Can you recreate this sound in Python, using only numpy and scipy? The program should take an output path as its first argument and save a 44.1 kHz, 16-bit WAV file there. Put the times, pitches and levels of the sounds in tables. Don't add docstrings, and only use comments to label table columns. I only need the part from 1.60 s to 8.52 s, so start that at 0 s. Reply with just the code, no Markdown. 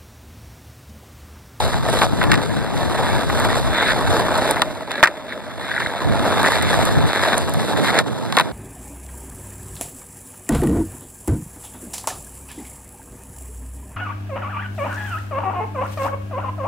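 import sys
import numpy as np
from scipy import signal
from scipy.fft import rfft, irfft, next_fast_len
from scipy.io import wavfile
from scipy.ndimage import uniform_filter1d, map_coordinates

SR = 44100
rng = np.random.default_rng(int(sys.argv[2]) if len(sys.argv) > 2 else 0)


def wav_out(sig):
    wavfile.write(sys.argv[1], SR, np.round(np.clip(np.atleast_2d(sig).T, -1, 1) * 32767).astype(np.int16))


def linear_from_db(decibels):
    return 10 ** (np.asarray(decibels, float) / 20)


N = 305172

# time_s, deck_db, brightness_db (trucks and grit)
ROLLING = [(0, -21, -0.5), (.2, -27, 0.5), (.33, -21, 2), (.46, -18.5, -0.5), (1.01, -29.5, 3),
           (1.38, -24, 2.5), (1.46, -19, 0.5), (1.62, -25.5, 3), (1.72, -16, 0), (1.93, -21, 2),
           (2.02, -23.5, 1), (2.9, -19, 1), (2.94, -28, 6), (3.71, -37.5, 3.5), (4.36, -27.5, 3),
           (4.62, -22, 1.5), (4.84, -18, 4.5), (5.09, -22.5, 6), (5.14, -18.5, 5), (5.37, -24, 0.5),
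           (5.78, -20.5, 2.5), (6.27, -19.5, 1.5), (6.4, -16.5, -1), (6.92, -36, 1.5)]
# start_s, drop_db, back_after_s
UNLOADINGS = [(0.45, 11, 0.25), (1.636, 7.5, 0.28), (3.025, 6.5, 0.66), (5.78, 7.5, 1), (6.405, 16, 0.32)]
# time_s, added_db
GRIT_LIFT = [(0, 7), (.8, 0.5), (1.8, 1), (3.7, -1), (4.7, -1.5), (5.6, 2), (6.92, 3.5)]
# start_s, length_s, gain_db
DRAGS = [(2.116, 0.22, -20), (3.286, 0.13, -30.5), (3.68, 0.071, -35), (3.96, 0.33, -32.5),
         (5.45, 0.308, -27), (6.233, 0.084, -21.5), (6.32, 0.098, -23.5)]
# centre_hz, width_hz, level_db
DECK_MODES = [(247, 220, -3.5), (520, 172, 2), (664, 135, 4), (903, 202, 1.5), (1285, 320, -4.5)]
# centre_hz, width_hz, level_db
TRUCK_MODES = [(1520, 475, 1), (1800, 620, 3), (2240, 503, -3.5), (3554, 203, -3.5), (4060, 570, -14)]
# frequency_hz, density_db (per Hz)
GRIT_SPECTRUM = [(1500, -31), (3600, 9), (5200, -3), (9300, -4.5), (11500, -7.5), (13000, -17),
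                 (15300, -21)]
# start_s, knock_peak_db, crack_peak_db, pitch_hz
BLOWS = [(0.4174, -4, -7.5, 1240), (0.613, -8, -24, 1420), (0.616, -7.5, -25, 1410), (0.63, -9, -10, 800),
         (0.639, -6, -8, 780), (0.717, -3, -5, 2000), (0.733, -5.5, -9, 890), (0.741, -7.5, -16, 1910),
         (0.755, -19, -13, 1800), (0.777, -22, -19, 1700), (1.6987, -8, -20, 990), (1.849, -6, -21, 850),
         (2.968, -9, -28, 1200), (3.0191, -2.5, 2, 990), (3.309, -12.5, -15, 890), (3.317, -24, -11, 1690),
         (3.4286, 5.5, -0.5, 1120), (3.436, 3.5, -3.5, 1800), (3.445, -4, -23, 1830),
         (3.4569, -7, -14, 1400), (3.473, -7, -17, 1700), (4.203, -12, -19, 1520), (6.389, -5, 0.5, 1870),
         (6.7246, -12.5, -6.5, 1100), (6.769, -5, 0, 1010), (6.774, 0.5, -9, 920), (6.786, -5, -3.5, 1520),
         (6.798, -0.5, -1.5, 1040), (6.81, -7.5, -6, 900)]
# centre_hz, width_hz, level_db
KNOCK_MODES = [(300, 170, 16), (660, 650, 4.5), (1023, 151, 12.5), (1240, 420, 6.5), (1547, 132, 10),
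               (1830, 176, 8.5), (2420, 1460, -1.5)]
# centre_hz, width_hz, level_db
CRACK_MODES = [(3670, 550, 19), (9900, 1800, 3.2)]
# start_s, peak_db
TICKS = [(3.378, -16.5), (3.389, -27), (3.462, -14), (3.722, -15), (4.112, -15), (4.139, -14), (4.150, -22),
         (4.163, -10), (4.177, -9), (4.218, -14), (4.228, -15), (4.260, -11), (4.845, -7.5), (4.872, -4.5),
         (4.932, -10)]
# start_s, force_db
STONES = [(0.299, -2.5), (1.799, 0), (2.7785, 0), (2.91, 10), (4.83, 0.5), (5.025, 3.5), (5.253, 3.5),
          (5.78, 7), (5.895, -4.5), (5.9377, 2.5)]
# time_s, level_db
FOLLOWER = [(0, -52.5), (2.9, -27), (4.2, -40.5), (6.92, -38)]
# frequency_hz, likeness (0-1), left_over_right_db
PORTS = [(300, 0.9, -0.5), (1200, 0.97, 1.1), (2540, 1, -1), (2900, 0.87, -1), (4550, 0.7, -0.5),
         (5830, 1, -0.5), (7370, 0.89, -0.5), (8000, 0, -6), (10300, 0.73, -9), (11300, 0.6, -1),
         (14900, 1, 0.5)]
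# frequency_hz, left_lag_turns
PORT_LAG = [(2100, 0), (2600, .15), (3150, .5), (4800, 1), (5200, 1.1), (5900, 1.5), (6700, 1.52),
            (7500, 1.92), (8500, 2), (10400, 2.5), (11800, 3), (12900, 3.05), (13400, 3.5), (14400, 3.5),
            (14900, 4)]
# time_s, strength_db
WIND = [(0, -35), (.78, -17), (.84, -25.5), (2.05, -26.5), (2.15, -34), (2.5, -28), (3.6, -48), (4.0, -37),
        (4.4, -36.5), (4.47, -21.5), (4.8, -27.5), (5.45, -19.5), (5.53, -35.5), (5.7, -28.5),
        (6.25, -19.5), (6.42, -25), (6.92, -28.5)]
# time_s, deep_over_upper_db, left_over_right_db
WIND_BALANCE = [(0, 12, 1), (.8, -7, 4), (2.1, 6.5, 1), (3.6, -2, -3.5), (5.9, -1, 0), (6.2, -23, -4.5)]
# frequency_hz, density_db (per Hz)
BUFFET_SPECTRUM = [(10, -40), (30, -12.5), (60, -9), (120, 2), (220, -1), (350, -7), (600, -16),
                   (1200, -66)]
# centre_s, peak_db, pitch_hz
AIR_THUMPS = [(5.376, -7, 100), (5.443, -11, 118)]

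TRUCKS_DB, GRIT_DB = -8.5, -13.5
GRIT_GROWS = 1.05
DECK_SHARE, UNLOAD_S = 0.87, 0.021
RISE_SHARE, STOP_S = 0.3, 0.017
PATCH_DB = 2
TOP_HZ = 15700


def unit(x):
    return x / np.sqrt(np.mean(x ** 2) + 1e-20)


def curves(rows):
    time_s, *columns = np.transpose(rows)
    return [np.interp(np.arange(N) / SR, time_s, column) for column in columns]


def wobble(rate_hz):
    knots = rng.standard_normal(int(N * rate_hz / SR) + 4)
    return map_coordinates(knots, [np.arange(N) * rate_hz / SR])


def filtered(x, response):
    size = next_fast_len(N + 8192)
    spectrum = rfft(x, size) * response(np.fft.rfftfreq(size, 1 / SR))
    return irfft(spectrum, size)[..., :N]


def colour(points):
    hz, db = np.transpose(points)
    return lambda f: linear_from_db(np.interp(np.log(f + 1), np.log(hz), db))


def modes(rows):
    def response(f):
        return sum((-1) ** k * linear_from_db(db) * 1j * f * width / (centre ** 2 - f * f + 1j * f * width)
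                   for k, (centre, width, db) in enumerate(rows))
    return response


def shaken(envelope):
    return envelope * rng.standard_normal((2, N))


def rolling():
    level_db, bright_db = curves(ROLLING)
    (grit_lift_db,) = curves(GRIT_LIFT)
    lost_db = unloading()
    deck_db = level_db - DECK_SHARE * lost_db
    trucks_db = level_db - lost_db + TRUCKS_DB + bright_db
    grit_db = level_db - lost_db + GRIT_DB + GRIT_GROWS * bright_db + grit_lift_db

    patch_db = wobble(40)
    road = bumps(350 * linear_from_db(patch_db), spread_db=3, t60_s=0.022)
    fine = bumps(200 * linear_from_db(6 * patch_db), spread_db=4, t60_s=0.007)
    taps = pebbles(500 * linear_from_db(2 * patch_db), spread_db=4)

    deck = patchy(filtered(shaken(road + 1.4) + 2.8 * taps, modes(DECK_MODES)))
    deck = deck * linear_from_db(deck_db + wobble(11))
    trucks = patchy(filtered(shaken(road + 1.3) + 2.4 * taps, modes(TRUCK_MODES)))
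    trucks = trucks * linear_from_db(trucks_db + wobble(23))
    grit = patchy(filtered(shaken(road + fine + 2) + 2 * taps, colour(GRIT_SPECTRUM)))
    grit = grit * linear_from_db(1.6 * wobble(12))
    rubbed = patchy(filtered(shaken(0.39) + 0.34 * taps, modes(TRUCK_MODES)))
    drag = scraping()
    return deck + trucks + rubbed * drag + grit * (linear_from_db(grit_db) + 0.097 * drag)


def unloading():
    t = np.arange(N) / SR
    return sum(drop_db * np.clip((t - start) / UNLOAD_S, 0, 1) * np.clip(1 - (t - start) / back, 0, 1)
               for start, drop_db, back in UNLOADINGS)


def bumps(rate_hz, spread_db, t60_s):
    struck = rng.random(N) < rate_hz / SR
    jolts = struck * linear_from_db(spread_db * rng.standard_normal(N))
    return unit(signal.lfilter([1], [1, -linear_from_db(-60 / (t60_s * SR))], jolts))


def pebbles(rate_hz, spread_db):
    struck = rng.random(N) < rate_hz / SR
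    size = linear_from_db(spread_db * rng.standard_normal(N))
    return unit(struck * size * np.sign(rng.standard_normal((2, N))))


def patchy(x):
    z = signal.stft(x, nperseg=512)[2]
    field = uniform_filter1d(rng.standard_normal(z.shape[1:]), size=3, axis=0)
    field = uniform_filter1d(field, size=5, axis=1)
    return unit(signal.istft(z * linear_from_db(PATCH_DB * unit(field)), nperseg=512)[1][:, :N])


def scraping():
    t = np.arange(N) / SR
    return sum(linear_from_db(db) * np.clip((t - start) / (RISE_SHARE * span), 0, 1)
               * np.clip((start + span - t) / STOP_S, 0, 1) for start, span, db in DRAGS)


def blows():
    out, t = np.zeros((2, N + SR)), np.arange(SR // 8) / SR
    size = 2 * len(t)
    f = np.fft.rfftfreq(size, 1 / SR)
    for start_s, db, crack_db, pitch_hz in BLOWS:
        t60_s = 0.039 * linear_from_db(0.13 * db)
        fading = linear_from_db(-60 * t / t60_s)
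        force = fading * (1 - np.exp(-t / 0.001)) * rng.standard_normal((2, len(t)))
        force[:, 0] = 8, 3
        rung = [(c, width, level - 9 * np.log2(c / pitch_hz) ** 2) for c, width, level in KNOCK_MODES]
        spectrum = rfft(force, size)
        knock = irfft(spectrum * modes(rung)(f))[:, :len(t)]
        crack = irfft(spectrum * modes(CRACK_MODES)(f))[:, :len(t)]
        crack = crack * fading
        sound = linear_from_db(db) * knock / np.abs(knock[0]).max()
        sound += linear_from_db(crack_db) * crack / np.abs(crack[0]).max()
        thump_db = db + np.array([[-27], [-17]]) - 60 * t / 0.036
        sound += linear_from_db(thump_db) * np.sin(2 * np.pi * 170 * t)
        out[:, round(start_s * SR):][:, :len(t)] += sound
    return out[:, :N]


def ticks():
    out, t = np.zeros((2, N + SR)), np.arange(SR // 20) / SR
    response = modes(TRUCK_MODES[:3])(np.fft.rfftfreq(len(t), 1 / SR)) ** 2
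    for start_s, db in TICKS:
        force = linear_from_db(-60 * t / 0.021) * rng.standard_normal((2, len(t)))
        ring = irfft(rfft(force) * response, len(t))
        out[:, round(start_s * SR):][:, :len(t)] += linear_from_db(db) * ring / np.abs(ring[0]).max()
    return out[:, :N]


def stones():
    envelope, t = np.zeros(N + SR), np.arange(SR // 20) / SR
    for start_s, db in STONES:
        envelope[round(start_s * SR):][:len(t)] += linear_from_db(db - 60 * t / 0.0094)
    return filtered(shaken(envelope[:N]), modes([(9300, 2900, -9.5), (4950, 11000, -21.0)]))


def follower():
    (level_db,) = curves(FOLLOWER)
    force = shaken(bumps(300, spread_db=1, t60_s=0.057))
    hum = filtered(force, modes([(274, 123, -5.0), (621.0, 44, 3.0), (990, 530, -16.5)]))
    return unit(hum) * linear_from_db(level_db)


def ports(paths):
    hz, alike, lean_db = np.transpose(PORTS)
    lag_hz, lag_turns = np.transpose(PORT_LAG)

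    def angle(f):
        return np.arccos(np.clip(np.interp(f, hz, alike), 0, 1)) / 2

    def half(f):
        return linear_from_db(np.interp(f, hz, lean_db) / 2) * np.exp(-1j * np.pi * np.interp(f, lag_hz, lag_turns))

    shared, apart = filtered(paths, lambda f: [np.cos(angle(f)), np.sin(angle(f))])
    return filtered([shared + apart, shared - apart], lambda f: [half(f), 1 / half(f)])


def wind():
    (strength_db,) = curves(WIND)
    depth_db, lean_db = curves(WIND_BALANCE)
    noise = filtered(shaken(linear_from_db(1.67 * wobble(18))), colour(BUFFET_SPECTRUM))
    deep = filtered(noise, lambda f: 1 / (1 + (f / 95) ** 4))
    push, stray = linear_from_db(strength_db) * (linear_from_db(depth_db) * unit(deep) + unit(noise - deep))
    late = np.roll(push, shift=12)
    gusts = np.array([late + 0.27 * stray, -push + 0.11 * stray]) * linear_from_db([lean_db / 2, -lean_db / 2])
    t = np.arange(N) / SR
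    thumps = sum(linear_from_db(db) * np.exp(-(hz * (t - centre)) ** 2) * -np.cos(2 * np.pi * hz * (t - centre))
                 for centre, db, hz in AIR_THUMPS)
    return gusts + thumps * [[1], [-.5]]


def scene():
    return ports(rolling() + follower() + blows() + ticks() + stones()) + wind()


def top_cut(x):
    return signal.sosfilt(signal.butter(12, 15690, fs=SR, output="sos"), x)


def record(dry):
    clipped = dry / (1 + np.abs(dry) ** 8) ** (1 / 8)
    limited = filtered(clipped, lambda hz: np.clip((TOP_HZ - hz) / 300, 0, 1))
    return top_cut(limited)


dry = scene()
out = record(dry)
wav_out(out)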